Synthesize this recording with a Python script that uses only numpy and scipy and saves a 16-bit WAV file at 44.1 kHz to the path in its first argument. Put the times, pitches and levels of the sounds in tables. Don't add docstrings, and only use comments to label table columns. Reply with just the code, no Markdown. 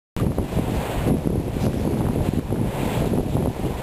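import sys
import numpy as np
from scipy import signal
from scipy.fft import rfft, irfft, next_fast_len
from scipy.io import wavfile

SR = 44100
rng = np.random.default_rng(int(sys.argv[2]) if len(sys.argv) > 2 else 0)


def generate_wav(signal):
    frames = np.transpose(np.atleast_2d(signal))
    scaled = np.clip(frames, -1, 1) * 32767
    pcm = np.round(scaled).astype(np.int16)
    wavfile.write(sys.argv[1], SR, pcm)


def to_linear_factor(level_db):
    exponent = np.asarray(level_db, float) / 20
    return 10 ** exponent


N = 168462

# (time [s], level [dB], brightness of the top [dB])
BLADE_SWEEP = [(.17, -41, -1), (.29, -55.5, 1.5), (.54, -47, 1.5), (.92, -42, -2.5), (1.09, -44, -4.5),
               (1.13, -49.5, 2.5), (1.45, -52.5, -0.5), (1.62, -46, 0.5), (1.69, -50.5, 4.5),
               (2.2, -49.5, 1), (2.27, -44.5, 0), (2.39, -50, 5.5), (2.42, -54, -1), (2.7, -47.5, -3),
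               (2.77, -43.5, -3), (2.95, -42, 1), (3.18, -52.5, 4.5), (3.82, -47.5, 0)]


def rms_one(x):
    return x / np.sqrt(np.mean(x ** 2) + 1e-20)


def in_time(rows, column=1):
    return np.interp(np.arange(N) / SR, np.array(rows)[:, 0], np.array(rows)[:, column])


def drift(rate):
    r = np.exp(-40 * np.pi * rate / SR)
    slow = signal.lfilter([1], [1, -2 * r, r * r], rng.standard_normal(N // 20 + 2002))[2000:]
    return np.interp(np.arange(N) / 20, np.arange(len(slow)), rms_one(slow - slow.mean()))


def low_pass(x, hz):
    return signal.sosfiltfilt(signal.butter(2, hz, fs=SR, output="sos"), x)


def ring(clicks, hz, t60):
    r, w = to_linear_factor(-60 / (t60 * SR)), 2 * np.pi * hz / SR
    return signal.lfilter([0, np.sin(w)], [1, -2 * r * np.cos(w), r * r], clicks + 1e-18)


def colour(x, spectrum):
    size = next_fast_len(N)
    hz, points = np.arange(1, size // 2 + 2) * SR / size, np.array(spectrum)
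    octaves_below = np.maximum(np.log2(points[0, 0] / hz), 0)
    octaves_above = np.maximum(np.log2(hz / points[-1, 0]), 0)
    want = np.interp(np.log(hz), np.log(points[:, 0]), points[:, 1])
    want = want - 24 * (octaves_below + octaves_above)
    return rms_one(irfft(rfft(x, size) * to_linear_factor(want), size)[:N])


def patchy_noise(patchy_db, rate):
    edges, together, out = 70 * 2 ** np.arange(0, 6.6, .5), drift(rate), 0
    white = rng.standard_normal((2, N))
    for k, (low, high) in enumerate(zip(edges, edges[1:])):
        band = signal.sosfilt(signal.butter(2, [low, high], "band", fs=SR, output="sos"), white[k % 2])
        out = out + band * to_linear_factor(patchy_db * (0.42 * together + drift(rate)))
    return out


def swell_db():
    sweep_db = in_time(BLADE_SWEEP)
    return sweep_db - sweep_db.mean()


def blade_edges():
    # (frequency [Hz], level [dB per Hz])
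    edge_colour = [(900, -9), (1300, -3), (1600, -4), (2500, -4.5), (3400, -8.5), (4300, -12), (5400, -20),
                   (6500, -28)]
    hiss = colour(patchy_noise(0.67, 22.4), edge_colour)
    top = signal.sosfiltfilt(signal.butter(2, 3200, "high", fs=SR, output="sos"), hiss)
    tilt = to_linear_factor(in_time(BLADE_SWEEP, column=2)) - 1
    return to_linear_factor(in_time(BLADE_SWEEP) + 5) * (hiss + tilt * top)


def close_pass():
    # (frequency [Hz], level [dB per Hz])
    core_colour = [(1500, -15.5), (2100, -3), (2700, -1.5), (3500, -4.5), (4300, -14.5)]
    level_db, follows = -53.5, 1.5
    return to_linear_factor(level_db + follows * swell_db()) * colour(patchy_noise(1.0, 14), core_colour)


def rotor_roar():
    # (frequency [Hz], level [dB per Hz])
    roar_colour = [(100, 8.5), (250, 1.5), (500, 4.5), (800, 2), (1050, -3), (1300, -19), (2000, -42)]
    level_db, follows = -33.5, 0.84
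    return to_linear_factor(level_db + follows * swell_db()) * colour(patchy_noise(1.6, 9.1), roar_colour)


def gust_strength():
    # (start [s], length [s], level [dB], extra level of deep eddies [dB])
    gust_rows = [(0.161, 0.075, -20, -1.5), (0.234, 0.081, -16, -3.5), (0.388, 0.018, -16, 0.5),
                 (.403, 0.02, -18, -1.5), (0.534, 0.062, -19, -4.5), (0.62, 0.061, -19, -1.5),
                 (0.686, 0.1, -20, -2.5), (0.964, 0.05, -27, 10), (1.079, 0.066, -11, -7.5),
                 (1.117, 0.055, -18, 1), (1.241, .15, -17, -2), (1.391, 0.09, -23.5, 1.5),
                 (1.52, 0.046, -29.5, 9.5), (1.636, 0.039, -15.5, -6), (1.688, 0.12, -19.5, 0),
                 (1.853, 0.18, -16.5, -3.5), (2.045, 0.21, -18, 0), (2.271, 0.12, -24.5, 0.5),
                 (2.42, 0.046, -31.5, 6.5), (2.486, 0.2, -21, 0), (2.781, 0.15, -25.5, -0.5),
                 (2.974, 0.097, -16.5, -4), (3.123, 0.085, -13, -4.5), (3.241, 0.15, -24.5, 4),
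                 (3.343, 0.16, -18.5, -3.5), (3.597, 0.12, -25, 1)]
    lull_db, rise_s, fall_s = -30.5, 0.0073, 0.012
    t = np.arange(N) / SR
    small = deep = to_linear_factor(2 * lull_db)
    for s, length, db, deep_db in gust_rows:
        shape = np.exp(np.minimum(0, np.minimum((t - s) / rise_s, (s + length - t) / fall_s)))
        small = small + shape * to_linear_factor(2 * db)
        deep = deep + shape * to_linear_factor(2 * (db + deep_db))
    return np.sqrt(small), np.sqrt(deep)


def buffeting():
    # (frequency [Hz], level [dB per Hz])
    buffet_colour = [(12, -58), (20, -9), (48, -1.5), (157, 0), (447, -8), (872, -17), (1190, -25.5),
                     (1500, -27), (1950, -61.5), (3300, -120)]
    eddies_per_s, eddy_cycles, spread_db, lump_db, wind_db = 690, 3.2, 2, 3, -2.5
    crest, ceiling, deep_hz = .03, 1.8, 110.4
    lumps_db = lump_db * drift(19.3)
    sizes = to_linear_factor(spread_db * np.minimum(rng.exponential(1, N), 4)) * rng.choice([-1, 1], N)
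    born = rng.random(N) < eddies_per_s / SR
    dealt = rng.integers(0, 12, N)
    eddies = 0
    for k, hz in enumerate(np.geomspace(25, 1400, 12)):
        bursts = ring(sizes * born * (dealt == k), hz, eddy_cycles / hz)
        eddies = eddies + rms_one(bursts) * hz ** .5
    eddies = colour(eddies, buffet_colour)
    eddies = eddies + crest * (eddies ** 2 - 1)
    eddies = rms_one(to_linear_factor(lumps_db) * eddies)
    eddies = low_pass(ceiling * np.tanh(eddies / ceiling), 900)
    eddies = to_linear_factor(wind_db) * rms_one(eddies)
    low = low_pass(eddies, deep_hz)
    small, deep = gust_strength()
    return small * (eddies - low) + deep * low


def button():
    # (time [s], pitch [Hz], level [dB], time to fade by 60 dB [s])
    ticks = [
        (0.199, 3200, -25, 0.004),
        (0.199, 1193, -23.5, 0.038),
    ]
    return sum(ring(to_linear_factor(db) * (np.arange(N) == int(s * SR)), hz, t60) for s, hz, db, t60 in ticks)


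def slaps(rows, cycles, gain_db, edge_hz):
    out = np.zeros(N)
    for s, db, hz in rows:
        first = int(s * SR)
        turns = np.arange(min(9000, N - first)) / SR * hz
        out[first:][:len(turns)] += to_linear_factor(db + gain_db - 60 * turns / cycles) * np.sin(2 * np.pi * turns)
    return signal.sosfilt(signal.butter(2, edge_hz, fs=SR, output="sos"), out)


def flicks():
    # (time [s], peak level [dB], pitch [Hz])
    flick_rows = [(0.2104, -24.5, 886), (0.2671, -19, 896), (0.3194, -22.5, 1057), (0.3804, -30.1, 1311),
                  (0.386, -15, 815), (0.407, -40, 640), (0.8603, -23, 1000), (0.916, -23.3, 910),
                  (1.0547, -31, 1098), (1.0723, -21, 1470), (1.0785, -29.3, 1547), (1.0985, -19, 990),
                  (1.1689, -22, 943), (1.2443, -24.5, 864), (1.2721, -21.5, 826), (1.6525, -36.7, 1534),
                  (1.6599, -41, 561), (1.6659, -17, 954), (1.7322, -23, 1484), (1.8757, -21, 825),
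                  (1.9344, -22, 940), (1.9728, -23.5, 1001), (2.0078, -15.5, 863), (2.0159, -24, 1024),
                  (2.0551, -24.7, 1580), (2.0668, -19, 990), (2.0868, -17, 940), (2.109, -24, 943),
                  (2.3932, -24.5, 1249), (2.5056, -27.5, 1200), (2.5588, -24.5, 1342), (2.8189, -31, 1214),
                  (2.9463, -27, 1610), (3.0035, -25, 1430), (3.0221, -23.5, 940), (3.1277, -28, 1550),
                  (3.1759, -19.5, 810), (3.1881, -29.5, 1130), (3.2064, -27, 910), (3.3687, -24, 1020),
                  (3.3804, -21, 815), (3.4247, -20, 808), (3.4569, -17, 553), (3.4722, -23, 872),
                  (3.6516, -25, 959), (3.8189, -29, 1596)]
    return slaps(flick_rows, cycles=5.0, gain_db=4.5, edge_hz=2500)


def pushes():
    # (time [s], peak level [dB], crest width [ms])
    push_rows = [(0.2217, -14.5, 1.36), (0.266, -8, 1.7), (0.3846, -7.5, 0.79), (0.5745, -9, 2.2),
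                 (0.588, -11, 0.71), (0.5945, -8.5, 1.4), (0.9892, -15.5, 3.2), (1.0766, -12, 0.84),
                 (1.0882, -11, 2), (1.1128, -23, 1.2), (1.1535, -13, 1.6), (1.1688, -15, 0.72),
                 (1.2586, -12.2, 1.5), (1.273, -2, 1.06), (1.3005, -10.4, 1.25), (1.3286, -16.5, 0.83),
                 (1.3483, -13, 1.7), (1.357, -7, 0.97), (1.376, -14, 1.4), (1.5681, -11.5, 1.26),
                 (1.654, -18, 0.55), (1.6676, -7, 1.14), (1.7426, -9, 1.4), (1.773, -14.5, 1.16),
                 (1.8537, -15, 0.88), (1.8761, -13.5, 0.88), (1.9289, -14, 1.5), (1.9356, -8.5, 1.4),
                 (2.0084, -13.5, 2), (2.016, -12.5, 0.83), (2.0703, -12.5, 1.77), (2.1336, -13.5, 1.1),
                 (2.16, -8.5, 0.98), (2.185, -13, 1.4), (2.207, -11.5, 0.72), (2.2887, -4.5, 1.8),
                 (2.3363, -7.5, 1.24), (2.3739, -10, 1.9), (2.387, -7, 1.27), (2.3943, -12.5, 1.26),
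                 (2.5263, -7.5, 1.07), (2.6139, -10, 1.2), (2.8331, -12.5, 1.1), (2.8633, -11, 0.83),
                 (3.022, -10, 0.83), (3.046, -11.5, 0.58), (3.0747, -10, 1.1), (3.1385, -8.5, 1.2),
                 (3.1573, -16.5, 1.4), (3.1858, -7.5, 0.76), (3.207, -12, 0.78), (3.3536, -6, 1.3),
                 (3.3605, -13.7, 1.2), (3.3686, -7.5, 0.51), (3.4594, -9, 0.55), (3.4733, -7, 0.66),
                 (3.4808, -10.5, 1.34), (3.667, -12.5, 0.76)]
    rebound, rebound_widths, gain_db = 0.66, 1.5, 0.5
    out = np.zeros(N)
    for s, db, ms in push_rows:
        first = int(s * SR) - 400
        widths = (np.arange(first, min(first + 1400, N)) / SR - s) * 1000 / ms
        late = (widths - .5 - rebound_widths / 2) / rebound_widths
        bell = 2. ** -(2 * widths) ** 2
        dip = rebound * 2. ** -(2 * late) ** 2
        out[first:][:len(widths)] += to_linear_factor(db + gain_db) * (bell - dip)
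    return out


def shoves():
    # (time [s], peak level [dB], pitch [Hz])
    shove_rows = [(0.224, -16, 93), (0.383, -19.5, 48.7), (0.55, -22.5, 141), (0.668, -17.5, 96),
                  (0.765, -11.5, 60.7), (0.958, -17.5, 40.6), (1.215, -19.5, 60.8), (1.82, -16.5, 55.2),
                  (2.09, -14, 96), (2.44, -18, 55.9), (3.0, -16.5, 49.7), (3.74, -19, 60.4),
                  (1.546, -22, 63.6), (1.615, -15, 81), (2.056, -19.5, 68), (2.618, -14.5, 94.7),
                  (2.776, -21, 105.6), (2.973, -20, 129), (3.257, -16.5, 114.5), (3.457, -20, 136)]
    return slaps(shove_rows, cycles=7.4, gain_db=-1, edge_hz=200)


def whistles():
    # (time [s], length [s], pitch [Hz], band width [Hz], level [dB])
    puffs = [(0.367, 0.037, 4000, 300, -54.5), (0.576, .12, 2700, 2120, -47.5),
             (0.755, 0.033, 4440, 1500, -47.5), (0.926, 0.022, 1570, 100, -48),
             (0.935, 0.079, 2660, 1010, -46.5), (1.083, 0.028, 3200, 2780, -41.5),
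             (1.634, 0.08, 3200, 2400, -43.5), (1.644, 0.098, 4920, 1100, -46.5),
             (1.773, .14, 5160, 600, -56.5), (1.88, 0.14, 4490, 610, -53), (1.912, .05, 2580, 2220, -52.5),
             (1.995, .04, 2780, 2000, -51), (2.13, 0.07, 2470, 1500, -49.5), (2.82, .12, 2840, 2000, -45.5),
             (3.007, 0.03, 3000, 2470, -49), (2.943, .09, 2730, 1200, -40.5),
             (3.071, 0.033, 3540, 1010, -44.5), (3.334, 0.081, 3720, 497, -50.5),
             (3.318, 0.053, 3000, 1210, -50), (3.658, 0.056, 3200, 1200, -48),
             (3.787, 0.044, 2720, 1520, -47)]
    t, out = np.arange(N) / SR, 0
    for s, length, hz, width_hz, db in puffs:
        band = signal.butter(2, [hz - width_hz / 2, hz + width_hz / 2], "band", fs=SR, output="sos")
        breath = rms_one(signal.sosfilt(band, rng.standard_normal(N)))
        out = out + to_linear_factor(db) * np.exp(-(2 * (t - s) / length) ** 4) * breath
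    return out


def ducked(x):
    threshold_db, share, back_db_per_s = -12.5, 0.53, 44.5
    creep = back_db_per_s * np.arange(N) / SR
    held = np.maximum.accumulate(20 * np.log10(np.abs(x) + 1e-6) + creep, axis=1) - creep
    excess_db = signal.lfilter([.02], [1, -.98], np.maximum(held - threshold_db, 0))
    return x * to_linear_factor(-share * excess_db)


def scene():
    turbine = blade_edges() + close_pass() + rotor_roar()
    wind = buffeting() + flicks() + pushes() + shoves()
    return (turbine + wind + button() + whistles())[None]


def roll_off(x):
    return signal.sosfilt(signal.butter(12, 15570, fs=SR, output="sos"), x)


def record(dry):
    start_s, settle_s, jolt_db, jolt_fall_db_per_s = .1655, 0.0081, -14, 3100
    top, steps, hold = 0.5, 128, 4
    x = signal.sosfilt(signal.butter(2, 32, "high", fs=SR, output="sos"), dry)
    since = np.arange(N) / SR - start_s
    settled = 1 - np.exp(-np.maximum(since, 0) / settle_s)
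    jolt = to_linear_factor(jolt_db - jolt_fall_db_per_s * np.maximum(since, 0))
    x = top * np.tanh(ducked(x) / top) * settled - jolt
    x = np.floor(x * steps) / steps * (since >= 0)
    x = np.repeat(x[:, ::hold], hold, axis=1)[:, :N]
    x = signal.sosfiltfilt(signal.cheby2(16, 40, 15560, fs=SR, output="sos"), x)
    return roll_off(x)


dry = scene()
out = record(dry)
generate_wav(out)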